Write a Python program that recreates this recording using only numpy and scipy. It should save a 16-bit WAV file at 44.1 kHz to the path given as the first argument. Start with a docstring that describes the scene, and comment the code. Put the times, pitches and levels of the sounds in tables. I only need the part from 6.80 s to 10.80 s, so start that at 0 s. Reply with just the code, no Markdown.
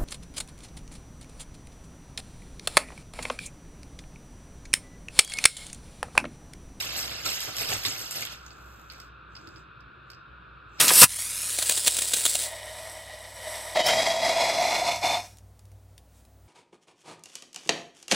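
"""Game tiles in a cloth bag

Plastic tiles shaken in a small quiet room, close to a stereo microphone and a little to its right.
Each toss is a surge of tiny collisions over the dull flop of the bag. The bag is moved aside with
cloth rustle, a few settling clicks and soft bumps, and at the very end the tiles stir again.
Ventilation and a mains hum go on underneath."""
import sys
import numpy as np
from scipy import signal
from scipy.fft import rfft, irfft, next_fast_len
from scipy.io import wavfile
from scipy.ndimage import uniform_filter1d

SR = 44100
rng = np.random.default_rng(int(sys.argv[2]) if len(sys.argv) > 2 else 0)


def digitize_waveform(pressure):
    """Quantize a signal to 16-bit integers and store it at the path in sys.argv[1].

    Rows of a 2-D input are taken as channels; values are limited to [-1, 1].
    """
    field = np.atleast_2d(pressure).T
    bounded = np.clip(field, -1, 1)
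    quanta = np.round(bounded * 32767).astype(np.int16)
    wavfile.write(sys.argv[1], SR, quanta)


N = 176400

# tosses of the bag: peak_s, rise_s, fall_s, clatter_db, ticking_db, flop_db
TOSSES = [(0.005, 0.094, 0.066, -34, -39.5, -63), (0.185, 0.025, 0.049, -35, -36.5, -42.5),
          (0.461, 0.011, 0.038, -30, -35.5, -37), (0.54, 0.077, 0.077, -35.5, -40.5, -51.5),
          (0.624, 0.023, 0.067, -36, -42, -53.5), (0.68, 0.015, 0.025, -40, -52, -40),
          (0.817, 0.049, 0.044, -33, -38, -38.5), (0.926, 0.061, 0.044, -30, -35.5, -37.5),
          (1.058, 0.019, 0.06, -31.5, -37, -48.5), (1.21, 0.11, 0.082, -43, -44, -52),
          (1.36, 0.012, .035, -36.5, -38, -42.5), (1.424, 0.038, 0.029, -39.5, -43.5, -44.5),
          (1.528, 0.033, 0.024, -42.5, -53, -51), (2.11, .008, 0.071, -52, -74, -62.5),
          (4.0, 0.0061, .03, -34, -51.5, -39)]
# tiles churning between tosses: time_s, level_db
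CHURN = [(0, -40.5), (.33, -38.5), (0.4, -43.5), (0.729, -47.5), (1.0, -44), (1.15, -45), (1.47, -47),
         (1.601, -62), (1.72, -66.5), (2.3, -105)]
# single tiles striking clear of the mass: start_s, level_db, pitch_hz, brightness_db
CLACKS = [(0.163, -27.5, 4300, -10), (0.455, -30.5, 7240, -4), (.463, -25, 4000, -5), (.490, -31, 7300, 1),
          (.605, -34, 3560, 6.5), (0.767, -32, 7100, 2), (0.784, -27.5, 4880, -2), (1.051, -20, 3870, -17),
          (1.083, -26, 6800, -15), (1.31, -31.5, 8100, 5.5), (1.32, -37.5, 5340, 4), (1.326, -33, 8200, 4),
          (1.408, -33, 6700, 1), (1.424, -29.5, 2290, -18), (1.452, -31.5, 3370, 1.5),
          (1.472, -35, 3120, -19), (1.664, -42.5, 6540, -13), (1.706, -45.5, 4750, -28),
          (2.1, -38, 4640, -15.5), (2.121, -45, 2160, 0), (2.201, -41, 5100, -4.5),
          (2.553, -39.5, 4900, -27), (2.567, -40.5, 4820, -22), (2.673, -44.5, 4800, -10.5),
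          (2.76, -44.5, 4920, -22), (3.006, -57, 5020, -14.5), (3.302, -42, 4860, -7),
          (3.333, -47, 4940, -21),]
# partials of one tile: pitch_ratio
TILE_PARTIALS = [.93, 1, 1.07]
# the mass of tiles landing: start_s, level_db, pitch_hz
KNOCKS = [(.459, -24, 1350), (.919, -29, 611), (.922, -31, 760), (0.936, -38.5, 104.1),
          (1.051, -30.5, 1116), (1.052, -34, 398), (1.06, -37, 107), (1.067, -36, 281)]
# cloth sliding: start_s, end_s, level_db, sheen_relative_db
RUSTLES = [(1.6, 1.798, -56.5, -17), (1.798, 2.065, -58.5, -2.5), (2.098, 2.259, -57, -7.5),
           (2.531, 2.818, -61, -22), (3.292, 3.347, -65.5, -26), (3.931, 4.046, -58.5, -17.5)]
# handling bumps: peak_s, level_db
BUMPS = [(2.537, -61), (2.615, -51), (2.68, -47), (2.77, -49.5)]

# tone colour of each source: frequency_hz, relative_db
CLATTER_SPECTRUM = [(300, -15.5), (900, -9.5), (1400, -8.5), (1900, 0.5), (2600, 2.2), (4000, 1), (5200, 3),
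                    (6500, -12), (9000, -35.5), (15000, -44.5)]
TICKING_SPECTRUM = [(3000, -29.5), (5500, 3), (7000, 9), (8500, 7), (10000, -5.5), (13500, 6.5),
                    (14400, -10), (16000, -34.5)]
FLOP_SPECTRUM = [(30, -41), (100, 8), (180, -5), (350, 3), (750, 4.5), (950, -10), (1500, -0.5),
                 (3000, -26)]
AIR_SPECTRUM = [(22, -35.5), (42, -12), (58, 6), (85, -7), (112, 3.5), (160, -1), (230, -11), (340, -6),
                (800, -16.5), (1150, -2), (1420, 3.5), (1700, -8.5), (2020, -24), (2550, -9.5),
                (3050, -21.5), (3700, -17), (4800, -32.5), (6100, -51), (15000, -62)]
CLOTH_SPECTRUM = [(300, 14.5), (1200, 12), (2500, 3), (5000, 3), (7500, 4), (10000, -14), (14000, -18.5),
                  (16000, -2)]
BUMP_SPECTRUM = [(40, -32.5), (115, 8), (200, -22), (320, 3.5), (2000, -82)]

# decay of the room: frequency_hz, t60_s
ROOM_DECAY = [(150, 0.12), (2000, 0.6), (9000, 0.091)]
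# phase between the two microphone ports: frequency_hz, left_lead_rad
BAG_LEAD = [(0, 0.5), (400, -1.8), (700, -1.5), (1500, 1.56), (2100, -5), (3200, 4), (5600, 3.5),
            (14700, 15)]
AIR_LEAD = [(0, 0.14), (800, -1.8), (1400, -0.63), (2000, 0.54), (4500, -0.31)]
# likeness of the sound at the two ports: frequency_hz, coherence (0-1)
BAG_COHERENCE = [(100, .97), (450, .93), (800, .6), (1400, .8), (2800, .25), (4500, .55), (5600, .93)]
AIR_COHERENCE = [(100, 0.95), (650, 0.5), (1300, 0.71), (3000, 0.68)]
# the bag's place in the stereo image: frequency_hz, left_minus_right_db
BAG_BALANCE = [(80, -1.5), (300, -2), (1300, 1), (3300, -3.5), (5200, -4), (6200, 0)]
# resonances of the ports: centre_hz, half_width_hz, gain_db
PORT_PEAKS = [(5330, 110, 1.5), (11380, 155, 14.5), (13800, 210, 7)]

CONTACTS_PER_S, CONTACT_SPREAD_DB, CONTACT_T60_S, CONTACT_CRACK = 1300, 2.1, .02, .35
CHURN_TICK_DB, CHURN_FLOP_DB, FLOP_PATS_PER_S = -11.5, -7.5, 1800
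AIR_DB, HUM_DB, HUM_HZ, HUM_WAVER_DEPTH, HUM_WAVER_HZ = -50, -57, 61, 0.55, 5.8
CRACK_T60_S, SNAP_GAIN, SNAP_T60_S, RING_GAIN, RING_T60_S = .022, .8, .006, .6, .036
REBOUND_MEAN_S, REBOUND_DB = 0.012, -6
KNOCK_RISE_S, KNOCK_T60_S = 0.0021, 0.062  # ring time at 1 kHz
RUSTLE_EDGE_S, CLOTH_GRAIN_DB, SHEEN_HZ, SHEEN_WIDTH_HZ = 0.017, 3.5, 12930, 1450
BUMP_RISE_S, BUMP_FALL_S = 0.011, 0.027
ROOM_DB, TOP_HZ = -8, 15800


def amp(db):
    """Decibels to gain."""
    return 10 ** (np.asarray(db) / 20)


def unit(x):
    """Scaled to rms 1."""
    return x / np.sqrt(np.mean(x ** 2) + 1e-20)


def fade(t, t60):
    """Exponential decay by 60 dB in t60 seconds."""
    return np.exp(-np.log(1000) * t / np.maximum(t60, 1e-4))


def along(points, hz):
    """A curve of (frequency_hz, value) points, read on a log frequency axis."""
    frequencies, values = np.transpose(points)
    return np.interp(np.log(hz + 1), np.log(frequencies + 1), values)


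def filtered(x, response):
    """x through a frequency response."""
    size = next_fast_len(N + SR // 2)
    return irfft(rfft(x, size) * response(np.fft.rfftfreq(size, 1 / SR)), size)[..., :N]


def coloured(x, spectrum):
    """White x given a spectrum, at the same power."""
    return filtered(x, lambda hz: unit(amp(along(spectrum, hz))))


def swell(peak_s, rise_s, fall_s):
    """Exponential rise to a peak, then exponential fall."""
    t = np.arange(N) / SR - peak_s
    return np.exp(-np.abs(t) / np.where(t < 0, rise_s, fall_s))


def contacts(size=900):
    """A stream of tiny collisions, each a crack and two quickly damped partials of its own."""
    count = int(CONTACTS_PER_S * N / SR)
    draws = rng.random((count, 4))
    jitter, force, pitch_hz = draws[:, 0], draws[:, 1], TOP_HZ * draws[:, 2:, None]
    starts = ((np.arange(count) + 2 * jitter) * SR / CONTACTS_PER_S).astype(int)
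    strength = amp(CONTACT_SPREAD_DB * np.minimum(-np.log(force), np.pi))
    t = np.arange(size) / SR
    clicks = np.sin(2 * np.pi * pitch_hz * t).sum(1) * fade(t, CONTACT_T60_S)
    clicks /= np.linalg.norm(clicks, axis=1, keepdims=True)
    clicks[:, 0] += CONTACT_CRACK * rng.standard_normal(count)
    positions = starts[:, None] + np.arange(size)
    return unit(np.bincount(positions.ravel(), (clicks * strength[:, None]).ravel(), N)[:N])


def shaking():
    """Each toss swells the clatter, the bright ticking and the flop of the bag above the churn."""
    churn_db = np.interp(np.arange(N) / SR, *np.transpose(CHURN))
    power = amp(churn_db + np.array([[0], [CHURN_TICK_DB], [CHURN_FLOP_DB]])) ** 2
    for peak_s, rise_s, fall_s, *levels_db in TOSSES:
        power += (amp(levels_db)[:, None] * swell(peak_s, rise_s, fall_s)) ** 2
    clatter, ticking, flop = np.sqrt(power)
    tiles = contacts()
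    pats = unit(rng.standard_normal(N) * (rng.random(N) < FLOP_PATS_PER_S / SR))
    return (coloured(tiles * clatter, CLATTER_SPECTRUM)
            + coloured(tiles * ticking, TICKING_SPECTRUM)
            + coloured(pats * flop, FLOP_SPECTRUM))


def ventilation():
    """Room tone: steady air noise in stereo, with a wavering mains hum in the centre."""
    shared, scattered = amp(AIR_DB) * coloured(rng.standard_normal((2, N)), AIR_SPECTRUM)
    slow_noise = filtered(rng.standard_normal((2, N)), lambda hz: np.exp(-(hz / HUM_WAVER_HZ) ** 2))
    swing, drift = HUM_WAVER_DEPTH * unit(slow_noise)
    phase = 2 * np.pi * HUM_HZ * np.arange(N) / SR
    hum = amp(HUM_DB) * unit((1 + swing) * np.sin(phase) + drift * np.cos(phase))
    return ports(shared, scattered, AIR_LEAD, AIR_COHERENCE) + hum


def clacks(size=2000):
    """Single tiles strike and rebound once: a snapping crack and a few short partials each time."""
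    body, edge, ring = np.zeros((3, N + SR))
    t = np.arange(size) / SR
    crack_decay = fade(t, CRACK_T60_S) + SNAP_GAIN * fade(t, SNAP_T60_S)
    for start_s, level_db, pitch_hz, brightness_db in CLACKS:
        rebound_s = REBOUND_MEAN_S * (.5 + rng.random())
        for delay_s, loss_db in [(0, 0), (rebound_s, REBOUND_DB)]:
            blow = amp(level_db + loss_db)
            start = round((start_s + delay_s) * SR)
            span = slice(start, start + size)
            crack = blow * crack_decay * rng.standard_normal(size) / 2
            partials = sum(np.sin(2 * np.pi * (ratio * pitch_hz * t + rng.random()))
                           for ratio in TILE_PARTIALS)
            body[span] += crack
            edge[span] += crack * amp(brightness_db)
            ring[span] += RING_GAIN * blow * fade(t, RING_T60_S) * partials
    return coloured(body[:N], CLATTER_SPECTRUM) + coloured(edge[:N], TICKING_SPECTRUM) + ring[:N]


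def knocks():
    """The mass of tiles lands in the bag with hollow, pitched knocks; lower ones ring longer."""
    out = np.zeros(N)
    for start_s, level_db, pitch_hz in KNOCKS:
        t = np.maximum(np.arange(N) / SR - start_s, 0)
        t60 = KNOCK_T60_S * np.sqrt(1000 / pitch_hz)
        envelope = (1 - np.exp(-t / KNOCK_RISE_S)) * fade(t, t60)
        out += amp(level_db) * envelope * np.sin(2 * np.pi * (pitch_hz * t + rng.random()))
    return out


def cloth():
    """The bag slides with a fine, grainy hiss; on quick slides the fibres add a high sheen."""
    t = np.arange(N) / SR
    gate = lambda elapsed_s: (1 + np.tanh(elapsed_s / RUSTLE_EDGE_S / 2)) / 2
    rub_gain, sheen_gain = sum(amp([[db], [db + sheen_db]]) * gate(t - start_s) * gate(end_s - t)
                               for start_s, end_s, db, sheen_db in RUSTLES)
    snags = amp(CLOTH_GRAIN_DB * unit(uniform_filter1d(rng.standard_normal(N), size=100)))
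    rub, fibres = unit(snags * rng.standard_normal((2, N)))
    sheen = filtered(fibres, lambda hz: np.exp(-((hz - SHEEN_HZ) / SHEEN_WIDTH_HZ) ** 2))
    return rub_gain * coloured(rub, CLOTH_SPECTRUM) + sheen_gain * sheen


def bumps():
    """Handling the bag makes soft, dull bumps: brief swells of low noise."""
    envelope = sum(amp(db) * swell(peak_s, BUMP_RISE_S, BUMP_FALL_S) for peak_s, db in BUMPS)
    return envelope * coloured(rng.standard_normal(N), BUMP_SPECTRUM)


def room(x, size=128):
    """The small room answers with a short diffuse tail, longest in the midrange."""
    hz, t, (source, noise) = signal.stft(np.array([x, rng.standard_normal(N)]), SR, nperseg=size)
    decay = fade(t[:2 * size], along(ROOM_DECAY, hz)[:, None]) ** 2
    decay /= decay.sum(1, keepdims=True)
    power = signal.fftconvolve(np.abs(source) ** 2, decay, axes=1)[:, :len(t)]
    tail = noise * np.sqrt(np.abs(power) / np.mean(np.abs(noise) ** 2))
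    return signal.istft(tail, SR, nperseg=size)[1][:N]


def bag():
    """The bag from close by: direct sound well above the room's tail."""
    direct = shaking() + knocks() + clacks() + cloth() + bumps()
    return direct + amp(ROOM_DB) * room(direct)


def ports(shared, scattered, lead, coherence):
    """Two microphone ports hear a shared and a scattered part, with a phase lead between them."""
    angle = lambda hz: np.arccos(np.clip(along(coherence, hz), 0, 1)) / 2
    mid = filtered(shared, lambda hz: np.cos(angle(hz)))
    side = filtered(scattered, lambda hz: np.sin(angle(hz)))
    pair = np.array([mid + side, mid - side])
    lead_rad = lambda hz: np.interp(hz, *np.transpose(lead))
    return filtered(pair, lambda hz: np.exp(.5j * np.outer([1, -1], lead_rad(hz))))


def scene():
    """The bag a little to the right of the microphone, over the room tone."""
    pair = ports(bag(), bag(), BAG_LEAD, BAG_COHERENCE)
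    placed = filtered(pair, lambda hz: amp(np.outer([.5, -.5], along(BAG_BALANCE, hz))))
    return placed + ventilation()


def record(dry):
    """The microphone ports resonate in the treble; nothing passes above the band limit."""
    peaks_db = lambda hz: sum(db / (1 + ((hz - centre) / width) ** 2) for centre, width, db in PORT_PEAKS)
    return filtered(dry, lambda hz: amp(peaks_db(hz)) * (hz < TOP_HZ))


dry = scene()
out = record(dry)
digitize_waveform(out)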